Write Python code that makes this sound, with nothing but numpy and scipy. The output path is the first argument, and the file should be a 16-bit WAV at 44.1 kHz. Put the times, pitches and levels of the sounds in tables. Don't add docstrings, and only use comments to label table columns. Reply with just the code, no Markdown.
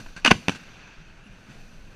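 import sys
import numpy as np
from scipy import signal
from scipy.fft import rfft, irfft
from scipy.io import wavfile
from scipy.ndimage import uniform_filter1d

SR = 44100
rng = np.random.default_rng(int(sys.argv[2]) if len(sys.argv) > 2 else 0)


def boost_factor(decibels):
    exponent = np.asarray(decibels, float) / 20
    return 10 ** exponent


def unload_wav(signal):
    wavfile.write(
        sys.argv[1],
        SR,
        np.round(np.clip(np.atleast_2d(signal).T, -1, 1) * 32767).astype(np.int16),
    )


N = 85995

# start_s [s], front_db [dB], front_ms [ms], spray_db [dB], decay_ms [ms]
SHOCK_FRONTS = [(.0618, -37, .35, -41, 4), (.2455, -36, .1, -30, 4), (.2480, -24, .12, -26, 2),
                (.2514, -11, .15, -22, 5), (.2491, 1.5, .1, -22, 2), (.24955, -1, .07, -19, 1.5),
                (.2503, -8, .05, -21, 2), (.2585, -6, .12, -17, 3), (.2603, -7, .12, -18, 2),
                (.2619, 2, .17, -16, 2), (.2631, -7, .12, -17, 3), (.2654, -8, .14, -16, 3),
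                (.2660, -9, .1, -18, 4), (.2745, -16, .12, -22, 3), (.2762, -14, .12, -18, 3),
                (.2801, -12, .15, -21, 4), (.3030, -30, .15, -26, 6), (.3079, -14, .3, -20, 2),
                (.3096, -4, .25, -16, 2), (.3113, 0, .1, -12, 2), (.3123, -6, .08, -12, 2),
                (.3135, -9, .08, -12, 2), (.3205, -22, .2, -24, 5), (.3144, -4, .2, -14, 1.5),
                (.3152, 2, .18, -16, 1), (.3161, 4, .5, -18, 1.5), (.3180, -4, .08, -11, 1),
                (.4833, -12, .12, -28, 3), (.48362, -3, .11, -22, 2.5), (.49425, -14, .1, -27, 3),
                (.49455, -16, .05, -25, 3)]
# freq_hz [Hz], gain_db [dB]
BLAST_COLOUR = [(200, 0.5), (600, -4), (1050, 2), (1550, 1), (2200, 6), (4000, 5.5), (12000, 6),
                (16000, 12)]
# pitch_hz [Hz], level_db [dB], t60_s [s]
SHELL_MODES = [(2943, -14.5, 0.01), (4720, -11, 0.0051), (8690, -13.5, 0.0089)]
SHARP_MS = 0.059

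# start_s [s], level_db [dB], push_ms [ms], ring_hz [Hz]
THUMPS = [(.0, -63, 1.8, 195), (0.164, -30.5, 10, 136), (0.177, -34.5, 2.5, 200), (.2620, -31, 0.41, 280),
          (0.3088, -11.5, 0.41, 200), (0.3156, 2.5, 0.74, 215), (0.324, -16, 3.5, 100),
          (0.352, -24, 1.9, 111), (0.483, -8.5, 1.3, 216), (.4940, -8.5, 1.03, 221),
          (0.5015, -22.5, 1.35, 253), (.520, -32, 1.1, 200), (.557, -32.5, 2.6, 206),
          (0.679, -41, 1.2, 109), (1.109, -44, 4.1, 100)]
RING_CYCLES, RING_GAIN = 5.3, 0.57

# start_s [s], level_db [dB], pitch_hz [Hz], rise_ms [ms], decay_ms [ms]
RINGS = [(0.25, -18.5, 293, 1.3, 4.8), (.2590, -17.5, 547, 2.2, 2), (.2743, -8, 2850, 2.2, 3.2),
         (.2777, -17, 233, 1.2, 12.2), (.2777, -14, 1150, 1.5, 1.5), (.3094, -10, 1055, 4.5, 2.5),
         (.4840, -15, 2750, .6, 1.2), (.3077, -15, 720, 2, 2), (.062, -40, 1760, 0.91, 3.9),
         (.167, -42.5, 1594, 4.9, 8.5), (.2585, -22, 4800, 1.8, 5), (0.19, -46, 1600, 1.9, 4),
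         (1, -40.5, 160, 3, 8), (1.013, -42, 166, 4, 10), (1.258, -43, 203, 4, 19),
         (1.291, -42, 130, 6.7, 13), (1.497, -38.5, 131, 5.1, 21), (1.265, -45.5, 2800, 1, 2.2)]

# freq_hz [Hz], t60_s [s]
YARD_DECAY = [(100, 0.35), (400, 0.22), (1500, 0.15), (5000, 0.28), (14000, 0.58)]
# freq_hz [Hz], gain_db [dB]
YARD_COLOUR = [(100, 7.5), (1000, 1.5), (5000, 8), (13000, 5.5)]
YARD_DB = -14.5

# start_s [s], level_db [dB], rise_s [s], decay_s [s]
FAR_BANGS = [(0.0, -34.5, 0.0027, 0.011), (.082, -43, 0.0053, .006), (.250, -32, .002, 0.0077),
             (.259, -19, .003, 0.011), (.272, -19, .003, 0.028), (0.312, -22, .002, 0.0047),
             (.163, -31.5, 0.0012, 0.012), (0.173, -33.5, 0.0025, 0.013), (0.197, -38, 0.003, 0.0029),
             (0.503, -27.5, 0.001, 0.0066), (.514, -30.5, 0.0034, 0.024), (0.547, -32, 0.0027, 0.0079),
             (0.556, -31, 0.0031, 0.0092), (0.633, -39.5, .003, 0.0034), (1.268, -50, 0.0035, .01),
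             (1.49, -45.5, 0.015, 0.049)]
# freq_hz [Hz], gain_db [dB]
SCATTER_COLOUR = [(150, -18), (500, -9), (1500, -2), (4000, -1.5), (9000, -1.5), (15000, -18)]

# time_s [s], level_db [dB]
ROLL_LEVEL = [
    (0.0, -59),
    (0.26, -53),
    (0.362, -50.5),
    (0.792, -49),
    (0.916, -49),
    (1.058, -54),
    (1.51, -55.5),
    (1.95, -58.5),
]
# freq_hz [Hz], gain_db [dB]
ROLL_COLOUR = [(60, 17.5), (200, -20.5), (500, -4.5), (1000, -3.5), (3000, 3), (6500, 2.5), (8000, -9.5),
               (15000, -29)]
ROLL_LIFT_DB, ROLL_SPLIT_HZ, ROLL_DULLS_DB_PER_S = 2, 2740, 6.5

# time_s [s], level_db [dB]
FLARE_LEVEL = [(0, -62.5), (.286, -78), (.4, -70), (.48, -67), (.5, -64), (.678, -73), (.95, -85),
               (1.25, -92), (1.4, -79), (1.6, -70), (1.95, -76.5)]
# freq_hz [Hz], gain_db [dB]
FLARE_COLOUR = [(200, -5.5), (600, 8.5), (1500, -7), (2700, -6), (4000, 11.5), (8000, 7.5), (13500, 15),
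                (15000, 8)]
FLARE_LIFT_DB = 19

# start_s [s], length_s [s], from_hz [Hz], to_hz [Hz], level_db [dB]
SQUEAK = (1.232, .055, 9950, 10200, -74)

# time_s [s], level_db [dB]
RUMBLE_LEVEL = [(0.0, -48), (0.134, -58.5), (0.26, -55.5), (0.4, -51.5), (0.732, -55.5), (0.922, -57.5),
                (1.2, -57), (1.3, -54.5), (1.42, -54), (1.52, -53), (1.62, -54.5), (1.834, -55.5),
                (1.95, -54)]
# freq_hz [Hz], gain_db [dB]
RUMBLE_COLOUR = [(40, -8.5), (100, 2), (200, -0.5), (300, -10.5), (500, -16.5), (1000, -21.5)]

# time_s [s], level_db [dB]
WIND_LEVEL = [(0.0, -68), (0.032, -44.5), (0.27, -48), (0.32, -30), (0.384, -57), (0.612, -66),
              (0.684, -40.5), (0.744, -57), (0.934, -48.5), (1.216, -55), (1.33, -48), (1.46, -53),
              (1.682, -43.5), (1.732, -55), (1.764, -42), (1.928, -42.5), (1.95, -60)]
# freq_hz [Hz], gain_db [dB]
WIND_COLOUR = [(8, -4.5), (25, 4.5), (40, -10.5), (60, -15.5), (120, -22.5), (400, -50), (1000, -70),
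               (8000, -130)]

# freq_hz [Hz], gain_db [dB]
HISS_EDGE = [(13700, 0), (14500, -10), (16000, -60)]
# pitch_hz [Hz], width_hz [Hz], gain_db [dB]
HOUSING_MODES = [(1070, 72, -1), (1542, 151, 8), (2608, 270, 9.5), (3594, 64, 4.5), (4536, 520, 7.5),
                 (6036, 400, 10)]
# freq_hz [Hz], gain_db [dB]
MIC_RESPONSE = [(60, -6), (300, 1.5), (1000, 2), (3000, -5.5), (5000, -14.5), (7500, -14), (14000, -27),
                (16500, -55)]
# freq_hz [Hz], gain_db [dB]
OUTPUT_EDGE = [(14800, 0), (16000, -10), (17200, -50)]
CEILING, KNEE = .98, 8


def evened(x):
    return x / np.sqrt(np.mean(x ** 2) + 1e-20)


def read(points, hz):
    f, value = np.transpose(points)
    return np.interp(np.log(hz + 1), np.log(f + 1), value)


def curve(rows):
    time_s, level_db = np.transpose(rows)
    return boost_factor(np.interp(np.arange(N) / SR, time_s, level_db))


def add(mix, start_s, sound):
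    part = mix[max(round(start_s * SR), 0):][:len(sound)]
    part += sound[:len(part)]


def coloured(x, db_at, size=4096):
    cepstrum = irfft(np.log(boost_factor(db_at(np.fft.rfftfreq(size, 1 / SR)))))
    cepstrum[1:size // 2] *= 2
    cepstrum[size // 2 + 1:] = 0
    impulse = irfft(np.exp(rfft(cepstrum)))[:size // 2]
    return signal.oaconvolve(x, impulse)[:len(x)]


def noise(colour, patchy_db, flicker_db, size=512):
    frames, hz = 4 * N // size + 5, np.fft.rfftfreq(size, 1 / SR)
    real, imag, patches = rng.standard_normal((frames, len(hz), 3)).T
    patches = uniform_filter1d(patches, size=6, axis=0)
    patches = evened(uniform_filter1d(patches, size=10, axis=1))
    flicker = evened(uniform_filter1d(rng.standard_normal(frames), size=3))
    tone_db = (read(colour, hz) + read(HISS_EDGE, hz))[:, None]
    z = (real + 1j * imag) * boost_factor(tone_db + patchy_db * patches + flicker_db * flicker)
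    return evened(signal.istft(z, nperseg=size, noverlap=3 * size // 4)[1][:N])


def shock(length_s, count):
    u = np.arange(count) / SR / max(length_s, 2e-5)
    return -(1 - u) * np.exp(-u)


def blasts():
    t, out = np.arange(2500) / SR, np.zeros(N)
    grit = rng.standard_normal((len(SHOCK_FRONTS), len(t)))
    modes = sum(boost_factor(db - 60 * t / t60) * np.cos(2 * np.pi * hz * t) for hz, db, t60 in SHELL_MODES)
    shell = np.minimum(t / .00008, 1) * modes
    for (start_s, front_db, front_ms, spray_db, decay_ms), g in zip(SHOCK_FRONTS, grit):
        front = np.pad(shock(front_ms / 1e3, count=200), (9, 0))
        front = uniform_filter1d(front, size=1 + int(15 * front_ms))
        spray = g * np.minimum(t / 0.00051, 1) * np.exp(-1e3 * t / max(decay_ms, .5))
        add(out, start_s, boost_factor(front_db) * front[len(front) - 200 - int(8 * front_ms):])
        add(out, start_s, -boost_factor(front_db) * shell * SHARP_MS / max(front_ms, .03))
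        add(out, start_s, boost_factor(spray_db) * np.convolve(spray, front) / np.linalg.norm(front))
    return coloured(out, lambda hz: read(BLAST_COLOUR, hz))


def thumps():
    t, out = np.arange(5000) / SR, np.zeros(N)
    for start_s, level_db, push_ms, ring_hz in THUMPS:
        ring = np.sin(2 * np.pi * ring_hz * t) * boost_factor(-60 * t * ring_hz / RING_CYCLES)
        push = shock(push_ms / 1e3, len(t)) * np.minimum(t / (push_ms * 0.00027), 1)
        add(out, start_s, boost_factor(level_db) * (push - RING_GAIN * ring))
    return out


def rings():
    t, out = np.arange(5000) / SR, np.zeros(N)
    for start_s, level_db, pitch_hz, rise_ms, decay_ms in RINGS:
        swell = np.sin(np.pi / 2 * np.minimum(1e3 * t / max(rise_ms, .2), 1)) ** 2
        decay = np.exp(-np.maximum(1e3 * t - rise_ms, 0) / max(decay_ms, .5))
        add(out, start_s, -boost_factor(level_db) * swell * decay * np.sin(2 * np.pi * pitch_hz * t))
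    return out


def yard(x):
    taps = np.zeros(SR // 2)
    at = np.arange(200, len(taps) - 20, 20)
    taps[at + rng.integers(0, 20, len(at))] = rng.choice([-1., 1.], len(at))
    hz, t, z = signal.stft(taps, SR, nperseg=256)
    z = z * boost_factor(read(YARD_COLOUR, hz)[:, None] - 60 * t / read(YARD_DECAY, hz)[:, None])
    tail = signal.istft(z, SR, nperseg=256)[1]
    return signal.fftconvolve(x, tail / np.linalg.norm(tail))[:N]


def far_bangs():
    t, puffs = np.arange(6000) / SR, np.zeros(N)
    grit = rng.standard_normal((len(FAR_BANGS), len(t)))
    for (start_s, level_db, rise_s, decay_s), g in zip(FAR_BANGS, grit):
        rise = np.minimum(t / max(rise_s, .0005), 1)
        decay = np.exp(-np.maximum(t - rise_s, 0) / max(decay_s, .001))
        add(puffs, start_s, boost_factor(level_db) * g * rise * decay)
    return coloured(puffs, lambda hz: read(SCATTER_COLOUR, hz))


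def dulling(x):
    low = signal.filtfilt(*signal.butter(2, ROLL_SPLIT_HZ, fs=SR), x)
    return low + (x - low) * boost_factor(-ROLL_DULLS_DB_PER_S * np.arange(N) / SR)


def field_roll():
    roll = dulling(noise(ROLL_COLOUR, patchy_db=1.5, flicker_db=0.8))
    return roll * curve(ROLL_LEVEL) * boost_factor(ROLL_LIFT_DB)


def flare():
    hiss = noise(FLARE_COLOUR, patchy_db=0.0, flicker_db=-0.5)
    return hiss * curve(FLARE_LEVEL) * boost_factor(FLARE_LIFT_DB)


def squeak():
    start_s, length_s, from_hz, to_hz, level_db = SQUEAK
    t, out = np.arange(0, length_s, 1 / SR), np.zeros(N)
    pitch_hz = from_hz + (to_hz - from_hz) * t / length_s
    swell = np.sin(np.pi * t / length_s) ** .5
    add(out, start_s, boost_factor(level_db) * swell * np.sin(2 * np.pi * np.cumsum(pitch_hz) / SR))
    return out


def rumble():
    bursts = noise(RUMBLE_COLOUR, patchy_db=1.5, flicker_db=0.86, size=2048)
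    return bursts * curve(RUMBLE_LEVEL) * boost_factor(4.5)


def wind():
    gusts = noise(WIND_COLOUR, patchy_db=-0.3, flicker_db=1.45, size=4096)
    return gusts * curve(WIND_LEVEL)


def housing(hz):
    peaks = sum(db / (1 + ((hz - f) / width) ** 2) for f, width, db in HOUSING_MODES)
    return read(MIC_RESPONSE, hz) + peaks


def scene():
    near = blasts() + thumps() + rings()
    air = near + boost_factor(YARD_DB) * yard(near) + far_bangs() + field_roll() + flare() + rumble()
    return (coloured(air, housing) + wind() + squeak())[None]


def top_cut(x):
    return signal.sosfilt(signal.butter(12, 16320, fs=SR, output="sos"), x)


def record(dry):
    clipped = dry[0] / (1 + np.abs(dry[0] / CEILING) ** KNEE) ** (1 / KNEE)
    finished = coloured(clipped, lambda hz: read(OUTPUT_EDGE, hz))[None]
    return top_cut(finished)


dry = scene()
out = record(dry)
unload_wav(out)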